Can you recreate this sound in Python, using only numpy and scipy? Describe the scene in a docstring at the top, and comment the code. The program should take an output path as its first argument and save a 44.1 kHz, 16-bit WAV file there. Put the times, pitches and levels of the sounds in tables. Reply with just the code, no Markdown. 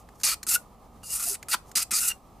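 """Wet brush in a metal tube

A wet bristle brush on a rod is pushed and pulled through a short metal tube in a quiet room.
Random bristle slips make the hiss and, by resonance, ring the tube wall and excite the air column,
which pops as decaying modes when the brush leaves. Rod and brush tick as noise bursts, the handle knocks
and soft thumps and hollow tones sound as modes or sines, over a low ventilation rumble of shaped noise."""
import sys
import numpy as np
from scipy import signal
from scipy.fft import rfft, irfft, next_fast_len
from scipy.io import wavfile

SR = 44100
rng = np.random.default_rng(int(sys.argv[2]) if len(sys.argv) > 2 else 0)


def rack_gain(trim_db):
    """Turn a fader trim in dB into the linear factor to multiply a signal by."""
    fader = np.asarray(trim_db, float)
    return 10 ** (fader / 20)


def dump_mix(stems):
    """Bounce the given channels to the path in sys.argv[1] as a 16-bit WAV at rate SR."""
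    frames = np.atleast_2d(stems).T  # one column per channel
    limited = np.clip(frames, -1, 1)  # hard clip at full scale
    pcm = np.round(limited * 32767).astype(np.int16)
    wavfile.write(sys.argv[1], SR, pcm)


N = 105840

# Brush strokes; hiss_db scales every layer, the other levels are relative and trimmed in brush():
# [time_s, hiss_db, top_octave_db, low_treble_db, lower_wall_db, upper_wall_db,
#  column_mode_1_db, column_mode_2_db, open_tube_db, rasp_db, column_pitch_hz]
STROKES = [
    [(0.234, -26, -7, 1.5, -15, -11, -30, -16, -13, -17, 1270),
     (0.244, -27.5, 0.5, -2, -13, -4, -24, -18, -9, -13.5, 1260),
     (0.254, -22.5, -10.5, -7, -13, -10, -29, -21, -16, -22.5, 1250),
     (0.268, -26.5, -3, 1, -5, -7, -7, -3.5, -18, -13, 1250),
     (0.288, -28, -2, -5, -7.5, -8, -15.5, -11, -20, -10.5, 1270),
     (0.31, -30, -4, -7, -2, -8, -12, -16, -18, -14, 1290),
     (0.342, -33, -6.5, -7, -2, -6.5, -6, -19, -17, -12.5, 1300),
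     (0.344, -38, -7.5, -3, -0.5, -4, -5, -12, -14, -9, 1300)],
    [(0.467, -32, -8.5, -7, -15.5, -13, -9, -22, -25, -20, 1323),
     (0.491, -30, 1.5, -2.5, -11, -11, -21, -22.5, -27, -21.5, 1370),
     (0.507, -28, -1.5, -8, -15, -15, -22.5, -25, -25.5, -24, 1420),
     (0.521, -28.5, 1.5, -5, -14.5, -15.5, -13, -9.5, -20, -17.5, 1420),
     (0.551, -23.5, 3.5, -4.5, -26, -24, -21, -13.5, -17.5, -19, 1410),
     (0.562, -32.5, -1.5, -7.5, -15, -15, 0, -12, -6, -9, 1410)],
    [(1.034, -52, -7, -7, -5, -6.5, -6.5, -18, -2, -29, 1360),
     (1.07, -43.5, -6, -5.5, -10.5, -14, -26, -28, -16, -35, 1310),
     (1.092, -42, -6, -4, -13, -17, -24, -21, -8, -24, 1290),
     (1.12, -32.5, -2, -8, -21, -26, -30, -30, -15.5, -28, 1350),
     (1.21, -33.5, -4.5, -8, -21, -20, -7.5, -17, -24, -20.5, 1320),
     (1.296, -31.5, -1, -9, -16, -15, -39, -25, -28, -28.5, 1420),
     (1.314, -32.5, 1, -3, -14, -8, -21, -25, -25, -31, 1403),
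     (1.346, -33, -10, -14, -21, -16, -21, -22, -26, -22, 1370),
     (1.355, -42, -10, -10, -17, -14, -11, -15, -20, -11, 1360)],
    [(1.485, -35, -9, -8, -20, -9, -2, -18, -24, -20, 1280),
     (1.501, -36.5, 0, -10, -13, -9, -17, -17, -21, -25, 1370),
     (1.521, -31.5, 0, -1, -0.5, -3, -18, -14, -16, -10, 1380),
     (1.537, -26.5, -3, -1, -2, -3.5, -4, -12, -15, -6, 1380),
     (1.547, -32, -3, -4, -3, 0, -4, -10, -14, -2.5, 1380)],
    [(1.754, -30.5, -4.5, 7.5, -9, 0, -28, -17, -14, -17, 1330),
     (1.764, -27.5, -0.5, -0.5, -7, 1.5, -24, -11.5, -20, -12, 1284),
     (1.794, -27.5, -8, -3.5, -15, -6, -10, -24, -22, -14, 1327),
     (1.808, -34.5, -2, 0, -7, 3, -9.5, -13.5, -15, -9.5, 1330),
     (1.83, -28.5, -2, -4, -20, -12, -18, -11.5, -11, -16, 1352),
     (1.834, -37, -8, -5, -17, -11, -17, -8, -13, -13, 1350)],
    [(1.909, -34, -6, -6, -15, -18, -14, -18, -24, -12.5, 1340),
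     (1.933, -30.5, -6, -1, -17, -11, -4.5, -15, -24, -9, 1300),
     (1.956, -26, -8.5, -6, -14, 0, -22, -15.5, -22, -25, 1280),
     (1.986, -29, 0.5, -2.5, 0, -8, -18, -18, -20, -18.5, 1360),
     (2.002, -29.5, -0.5, -9, -15, -17, -24, -27, -27, -23, 1430),
     (2.03, -27.5, -6.5, -8.5, -26, -21, -9, -12.5, -24, -23.5, 1420),
     (2.046, -31.5, -1, -7, -28, -27, -15.5, -10, -15, -17, 1420),
     (2.088, -24, -1, -9.5, -24, -40, -21, -21, -16, -24, 1355),
     (2.117, -41.5, -2, -0.5, -4, -10, -5, -8, 11, -3, 1430)],
]
# Faint rustle as the brush is seated: [time_s, level_db]
RUSTLE = [
    [(0.0, -58.5), (0.03, -72)],
    [(0.14, -81), (0.146, -71.5), (0.156, -63), (0.17, -73), (0.214, -50.5), (0.222, -53)],
    [(1.66, -69), (1.672, -67), (1.692, -56.5), (1.702, -59)],
]
RELEASE_S, RELEASE_DB = 0.012, 21  # fall at the end of a stroke, before silence

SLIP_CUT_HZ, SLIPS_PER_S, SLIP_SPREAD_DB = 500, 10000, 2.5
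FLUTTER_DB, FLUTTER_HZ = 1.44, 60

# Spectra of the slip noise: [frequency_hz, gain_db]
HISS_SPECTRUM = [(2000, -37), (4500, -22.5), (6500, -13), (7200, -4.5), (8800, 0), (10300, -3.5),
                 (12000, -21.5)]
TOP_SPECTRUM = [(9000, -31), (10800, 0), (13000, 0.5), (15000, -8.5), (16500, -10.5)]
LOW_TREBLE_SPECTRUM = [(2500, -34), (4100, -15), (5200, -3), (6800, 0.5), (7600, -16.5), (10000, -34.5)]
RASP_SPECTRUM = [(250, -30), (800, -7), (1200, -9), (1950, 2.5), (2600, -1.5), (3300, -5), (4000, -3),
                 (6000, -31.5)]
# Slips at the far end of the tube: [frequency_hz, gain_db]
FAR_END_SPECTRUM = [(1000, -30.5), (3000, -21.5), (6000, -6), (9000, 5), (12000, 1.5), (15500, -8)]
FAR_END_DB = -11

# Two low tube-wall modes with their own level columns in STROKES: [frequency_hz, width_hz]
WALL_PAIR = [(4490, 65), (4850, 75)]
# Middle and high tube-wall modes: [frequency_hz, width_hz, relative_level_db]
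WALL_MID = [(4080, 100, -7), (5010, 70, -1), (5380, 120, -1), (5900, 120, -2.5), (6260, 120, -0.5),
            (6710, 110, -1.5)]
WALL_HIGH = [(7350, 100, -3.5), (7660, 90, -2.5), (7870, 100, -2), (8600, 110, -1.5), (9015, 150, 1.5),
             (9540, 80, -3), (10030, 82, -0.5), (10920, 130, -4), (11670, 130, -5.5), (12100, 100, -5.5)]
WALL_HIGH_DB, WALL_WANDER_DB, WALL_WANDER_HZ = -5, 5, 15
# Pitch of the best excited high wall mode: [time_s, focus_hz]
WALL_FOCUS = [(.3, 8000), (.52, 9000), (1.2, 9700), (1.5, 8500), (1.8, 8500), (2.0, 8300)]
FOCUS_DB = 25  # loss per squared octave away from the focus
WALL_SLIDE, WALL_SLIDE_HZ = 0.004, 10  # share by which the gripped wall's modes slide; how fast

COLUMN_WIDTH_HZ, SECOND_MODE_RATIO = 145, 1.886
OPEN_HZ, OPEN_WIDTH_HZ = 2804, 120
# Modes of the open air column: [frequency_hz, t60_s]
OPEN_TUBE = [(1450, 0.07), (2795, 0.075), (4240, 0.02), (5650, .07)]
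# Pops of the freed column, one level for each mode above:
# [start_s, mode_1_db, mode_2_db, mode_3_db, mode_4_db]
POPS = [(0.558, -21, -40, -41.5, -42.5), (2.104, -46, -32, -54, -42), (2.113, -44, -30.5, -50, -43)]
POP_ATTACK_S = 0.002

# Ticks on the bore, levels before the trims in ticks(); onset is TICK_LEAD_S before time_s:
# [time_s, level_db, low_part_relative_db, decay_s]
TICKS = [(0.089, -47, -1, 0.0025), (0.201, -35.5, -22, .0025), (.2125, -35.5, -24, 0.0037),
         (0.4305, -21, -37, 0.0034), (1.031, -42.5, -24, 0.0032), (1.3476, -34, -6, 0.0026),
         (1.4285, -30, -5, .0025), (1.485, -26, -17, 0.0028), (1.7155, -29.5, -28, 0.0021),
         (1.9085, -24, -25, 0.0018)]
TICK_LEAD_S = 0.00089
# Bright part of a tick: [frequency_hz, gain_db]
TICK_SPECTRUM = [(760, -34.5), (1300, -4.5), (3490, -15), (4630, -5), (5840, -8.5), (7130, 0.5), (8000, -9),
                 (12200, -9), (16000, -20)]

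# Handle knocks: [start_s] and, in the same order, [relative_level_db]
KNOCK_S = [1.5365, 1.5425, 1.5445, 1.5475]
KNOCK_DB = [-18, -8.5, -9.5, -18]
# Modes struck by a knock: [frequency_hz, relative_level_db, t60_s]
KNOCK_MODES = [(850, -12, .04), (1014, -17, .035), (1240, -4, .014), (1420, -1.5, .014), (2300, -5, .005),
               (3300, -3, .004)]
KNOCK_CUT_HZ = 880

# Soft thumps through the hand: [start_s, level_db]
THUMPS = [(.236, -46), (.432, -47.5), (0.471, -40), (1.544, -39), (1.758, -38), (1.919, -37)]
# Modes of a thump: [frequency_hz, relative_level_db, t60_s]
THUMP_MODES = [(110, -7, .05), (202, 2, .06), (340, 1.5, .05)]
# Short hollow tones: [centre_s, frequency_hz, level_db, half_length_s]
HOLLOW = [(1.276, 700, -41, 0.0088), (1.319, 399.6, -42.5, 0.018)]

WIDE_DB, WIDE_HZ = -15.5, 3500  # early echoes: level, high-pass corner
PAN_DB = 0.06  # left minus right
ROOM_T60_S, ROOM_DB, ROOM_CUT_HZ = 0.17, -19, 12000

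# Ventilation rumble: [frequency_hz, gain_db]
RUMBLE_SPECTRUM = [(15, -14.5), (45, 3), (80, -3.5), (150, -7.5), (210, -5), (320, -13.5), (480, -12),
                   (620, -14), (780, -9), (950, -14), (1250, -13.5), (1450, -30.5), (2200, -30.5),
                   (4000, -34), (9000, -36.5), (15500, -38)]
# Stereo spread of the rumble: [frequency_hz, side_minus_mid_db]
RUMBLE_SIDE = [(60, -18), (110, -14.5), (200, -12.5), (380, -11), (700, -13), (1290, -8.5), (2380, -11),
               (4400, -8.5), (8120, -0.5), (15000, -6.5)]
# Balance of the rumble: [frequency_hz, left_minus_right_db]
RUMBLE_TILT = [(60, -1.0), (110, -1.5), (200, -2.0), (380, 1), (700, 2.5), (1290, -6.0), (2380, -1.0),
               (4400, 0.0), (8120, 0.5), (15000, 0.5)]
RUMBLE_DB, RUMBLE_WAVER_DB, RUMBLE_WAVER_HZ = -52, 1.2, 7.5
CUTOFF_HZ = 15800


def rms_one(x):
    """Normalisation: scales a signal to unit root-mean-square."""
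    return x / np.sqrt(np.mean(x ** 2) + 1e-20)


def in_time(tables):
    """Envelopes: interpolates each column, with quick onsets, releases and silence between strokes."""
    rows = []
    for table in tables:
        first_s, _, *first_rest = table[0]
        last_s, last_db, *last_rest = table[-1]
        rows.append((first_s - 66 / SR, -110, *first_rest))
        rows.extend(table)
        rows.append((last_s + RELEASE_S, last_db - RELEASE_DB, *last_rest))
        rows.append((last_s + 2 * RELEASE_S, -110, *last_rest))
    time_s, *columns = np.transpose(rows)
    return [np.interp(np.arange(N) / SR, time_s, column) for column in columns]


def coloured(x, points):
    """Linear filtering: applies a gain in dB, interpolated over log frequency."""
    hz = np.fft.rfftfreq(x.shape[-1], 1 / SR) + 1  # the 1 avoids log 0
    p = np.array(points)
    gain_db = np.interp(np.log(hz), np.log(p[:, 0]), p[:, 1])
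    return irfft(rfft(x) * rack_gain(gain_db), x.shape[-1])


def drift(rate_hz):
    """Low-passed chance: two equal poles smooth noise at SR / 20 into a unit-spread wander."""
    r = np.exp(-40 * np.pi * rate_hz / SR)
    noise = rng.standard_normal(N // 20 + 2002)
    slow = signal.lfilter([1], [1, -2 * r, r * r], noise)[2000:]  # skip the settling
    return np.interp(np.arange(N) / 20, np.arange(len(slow)), rms_one(slow))


def resonance(x, hz, width_hz):
    """Damped resonance: a pole pair, with zeros at both ends of the spectrum."""
    r = np.exp(-np.pi * width_hz / SR)
    return signal.lfilter([1, 0, -1], [1, -2 * r * np.cos(2 * np.pi * hz / SR), r * r], x)


def moving_resonance(x, hz, width_hz):
    """Heterodyning: shift down by the moving centre, low-pass twice, shift back."""
    turn = np.exp(2j * np.pi * np.cumsum(hz) / SR)
    r = np.exp(-np.pi * width_hz / SR)
    smooth = signal.lfilter([1], [1, -r ** 3], x / turn)
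    smooth = signal.lfilter([1], [1, -r], smooth)
    return rms_one(np.real(smooth * turn))


def sliding(x, hz, width_hz):
    """Single-pole resonance: a mode with broad skirts whose pitch slides a little."""
    turn = np.exp(2j * np.pi * np.cumsum(hz * (1 + WALL_SLIDE * drift(WALL_SLIDE_HZ))) / SR)
    r = np.exp(-np.pi * width_hz / SR)
    return rms_one(np.real(signal.lfilter([1], [1, -r], x / turn) * turn))


def ring(times_s, db, hz, t60):
    """Impulse response: clicks at the given times set one decaying mode ringing."""
    clicks = np.full(N, 1e-18)
    clicks[(np.asarray(times_s) * SR).astype(int)] = rack_gain(db)
    r = rack_gain(-60 / (t60 * SR))
    w = 2 * np.pi * hz / SR
    return signal.lfilter([0, np.sin(w)], [1, -2 * r * np.cos(w), r * r], clicks)


def struck(events, modes, attack_s):
    """Modal superposition: each event starts a sum of exponentially decaying sines."""
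    t, out = np.arange(N) / SR, 0
    for start_s, *levels_db in events:
        u = np.maximum(t - start_s, 0)
        attack = 1 - np.exp(-u / attack_s)
        for db, (hz, t60) in zip(levels_db, modes):
            decay = rack_gain(db - 60 * np.minimum(u / t60, 4))
            out = out + decay * attack * np.sin(2 * np.pi * hz * u)
    return out


def brush():
    """Source and resonator: slips heard directly, through the wall and through the air column."""
    db, top, treble, lower, upper, first, second, third, rasp, column_hz = in_time(STROKES)
    high_pass = signal.butter(N=2, Wn=SLIP_CUT_HZ, btype="high", fs=SR, output="sos")
    x = signal.sosfilt(high_pass, slips())
    hiss = rms_one(coloured(x, HISS_SPECTRUM))
    bright = rms_one(coloured(x, TOP_SPECTRUM))
    dull = rms_one(coloured(x, LOW_TREBLE_SPECTRUM))
    lower_ring, upper_ring = [sliding(x, hz, width) for hz, width in WALL_PAIR]

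    direct = rack_gain(-3.8) * hiss + rack_gain(top - 3.5) * bright + rack_gain(treble - 6.0) * dull
    direct = direct + rack_gain(rasp + 4.0) * rms_one(coloured(x, RASP_SPECTRUM))
    through_wall = rack_gain(WALL_HIGH_DB) * wall(bright + hiss, WALL_HIGH, FOCUS_DB)
    through_wall = through_wall + rack_gain(treble - 8.0) * wall(dull, WALL_MID)
    through_wall = through_wall + rack_gain(lower - 3.5) * lower_ring + rack_gain(upper - 2.5) * upper_ring
    mode_1 = moving_resonance(x, column_hz, COLUMN_WIDTH_HZ)
    mode_2 = moving_resonance(x, SECOND_MODE_RATIO * column_hz, 1.3 * COLUMN_WIDTH_HZ)
    column = rack_gain(first - 0.5) * mode_1 + rack_gain(second - 2.5) * mode_2

    open_hz = OPEN_HZ * (1 + WALL_SLIDE * drift(WALL_SLIDE_HZ))
    open_tube = rack_gain(db + third - 2.0) * moving_resonance(x, open_hz, OPEN_WIDTH_HZ)
    rustle = rack_gain(in_time(RUSTLE)[0]) * rms_one(hiss + 0.9 * bright + 0.99 * dull)
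    # slips at the far end reach the two sides unlike
    far_end = rack_gain(db + FAR_END_DB) * rms_one(coloured(slips(), FAR_END_SPECTRUM))
    return rack_gain(db) * (direct + through_wall + column) + rustle, open_tube, far_end


def slips():
    """Stick-slip friction: dense random impulses of either sign, with a fluttering level."""
    sizes = rack_gain(SLIP_SPREAD_DB * np.minimum(rng.exponential(1, N), 5)) * rng.choice([-1, 1], N)
    happens = rng.random(N) < SLIPS_PER_S / SR
    return rms_one(sizes * happens * rack_gain(FLUTTER_DB * drift(FLUTTER_HZ)))


def wall(x, modes, focus_db=0):
    """Modal excitation by position: each wall mode swells and fades as the brush moves along."""
    focus_hz = np.interp(np.arange(N) / SR, *np.transpose(WALL_FOCUS))
    out = 0
    for hz, width_hz, db in modes:
        wander_db = WALL_WANDER_DB * drift(WALL_WANDER_HZ)
        loss_db = focus_db * np.log2(hz / focus_hz) ** 2
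        out = out + rack_gain(db + wander_db - loss_db) * sliding(x, hz, width_hz)
    return rms_one(out)


def pops():
    """Free vibration: the freed air column rings in its open-tube modes."""
    return struck(POPS, OPEN_TUBE, POP_ATTACK_S)


def ticks():
    """Impact noise: rod and brush touch the bore in short bursts with a bright and a low part."""
    t, noise = np.arange(N) / SR, rng.standard_normal(N)
    bright = rms_one(coloured(noise, TICK_SPECTRUM))
    low = rms_one(resonance(noise, 1800, 900))
    out = 0
    for time_s, db, low_db, decay_s in TICKS:
        u = np.maximum(t - time_s + TICK_LEAD_S, 0) / decay_s
        burst = np.sqrt(u) * np.exp(-u)
        out = out + rack_gain(db - 4.0) * burst * (bright + rack_gain(low_db + 5.0) * low)
    return out


def knocks():
    """Modal impact: the rod handle knocks on the tube end, each blow exciting the modes unequally."""
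    blows = 0
    for hz, mode_db, t60 in KNOCK_MODES:
        chance_db = rng.normal(-6, 2.1, size=4)
        blows = blows + ring(KNOCK_S, np.add(KNOCK_DB, mode_db) + chance_db, hz, t60)
    high_pass = signal.butter(N=4, Wn=KNOCK_CUT_HZ, btype="high", fs=SR, output="sos")
    return signal.sosfilt(high_pass, blows)


def thumps():
    """Low-frequency modes: soft pushes through the hand start short damped sines."""
    events = [(start_s, *[db + mode_db for _, mode_db, _ in THUMP_MODES]) for start_s, db in THUMPS]
    return struck(events, [(hz, t60) for hz, _, t60 in THUMP_MODES], 0.004)


def hollow():
    """Tone bursts: sines under Gaussian envelopes give soft short tones."""
    t, out = np.arange(N) / SR, 0
    for centre_s, hz, db, half_length_s in HOLLOW:
        envelope = np.exp(-((t - centre_s) / half_length_s) ** 2)
        out = out + rack_gain(db) * envelope * np.sin(2 * np.pi * hz * t)
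    return out


def early_echoes(x):
    """Early reflection: scattered treble echoes within 6 ms, to be given opposite signs left and right."""
    echoes = np.zeros(260)
    echoes[rng.integers(8, 260, size=24)] = rng.choice([-0.2, 0.2], size=24)
    high_pass = signal.butter(1, WIDE_HZ, "high", fs=SR)
    return signal.lfilter(*high_pass, np.convolve(x, echoes)[:N])


def room(x):
    """Diffuse reverberation: convolution with decaying noise, independent on each side."""
    size, t = next_fast_len(N + SR), np.arange(SR // 2) / SR
    tail = rng.standard_normal((2, len(t))) * rack_gain(-60 * t / ROOM_T60_S) * (t > 0.004)
    tail = signal.lfilter(*signal.butter(N=1, Wn=ROOM_CUT_HZ, fs=SR), tail)
    tail = tail / np.sqrt(np.sum(tail ** 2, axis=1, keepdims=True))  # unit energy
    return irfft(rfft(x, size) * rfft(tail, size), size)[:, :N]


def rumble():
    """Broadband flow noise: air handling as shaped noise, partly correlated between the sides."""
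    level_db = RUMBLE_DB + RUMBLE_WAVER_DB * drift(RUMBLE_WAVER_HZ)
    mid, other = rack_gain(level_db) * rms_one(coloured(rng.standard_normal((2, N)), RUMBLE_SPECTRUM))
    left, right = mid + coloured(other, RUMBLE_SIDE) * [[1], [-1]]
    tilt = np.array(RUMBLE_TILT)
    return np.array([coloured(left, tilt * [1, 0.5]), coloured(right, tilt * [1, -0.5])])


def scene():
    """Superposition: broad sounds fill the room; the air column's short rings are heard close only."""
    scrub, open_tube, far_end = brush()
    broad = scrub + ticks() + knocks() + thumps()
    near = broad + open_tube + pops() + hollow()
    side = far_end + rack_gain(WIDE_DB) * early_echoes(near)
    panned = near * rack_gain(PAN_DB * np.array([[0.5], [-0.5]]))
    return panned + side * [[1], [-1]] + rack_gain(ROOM_DB) * room(broad) + rumble()


def low_pass(x):
    """Removes everything above the highest recorded frequency."""
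    return signal.sosfilt(signal.butter(12, 16810, fs=SR, output="sos"), x)


def record(dry):
    """Band limitation: a steep low-pass is 50 dB down from CUTOFF_HZ upward."""
    top_cut = signal.cheby2(N=14, rs=50, Wn=CUTOFF_HZ, fs=SR, output="sos")
    mix = signal.sosfilt(top_cut, dry)
    return low_pass(mix)


dry = scene()
out = record(dry)
dump_mix(out)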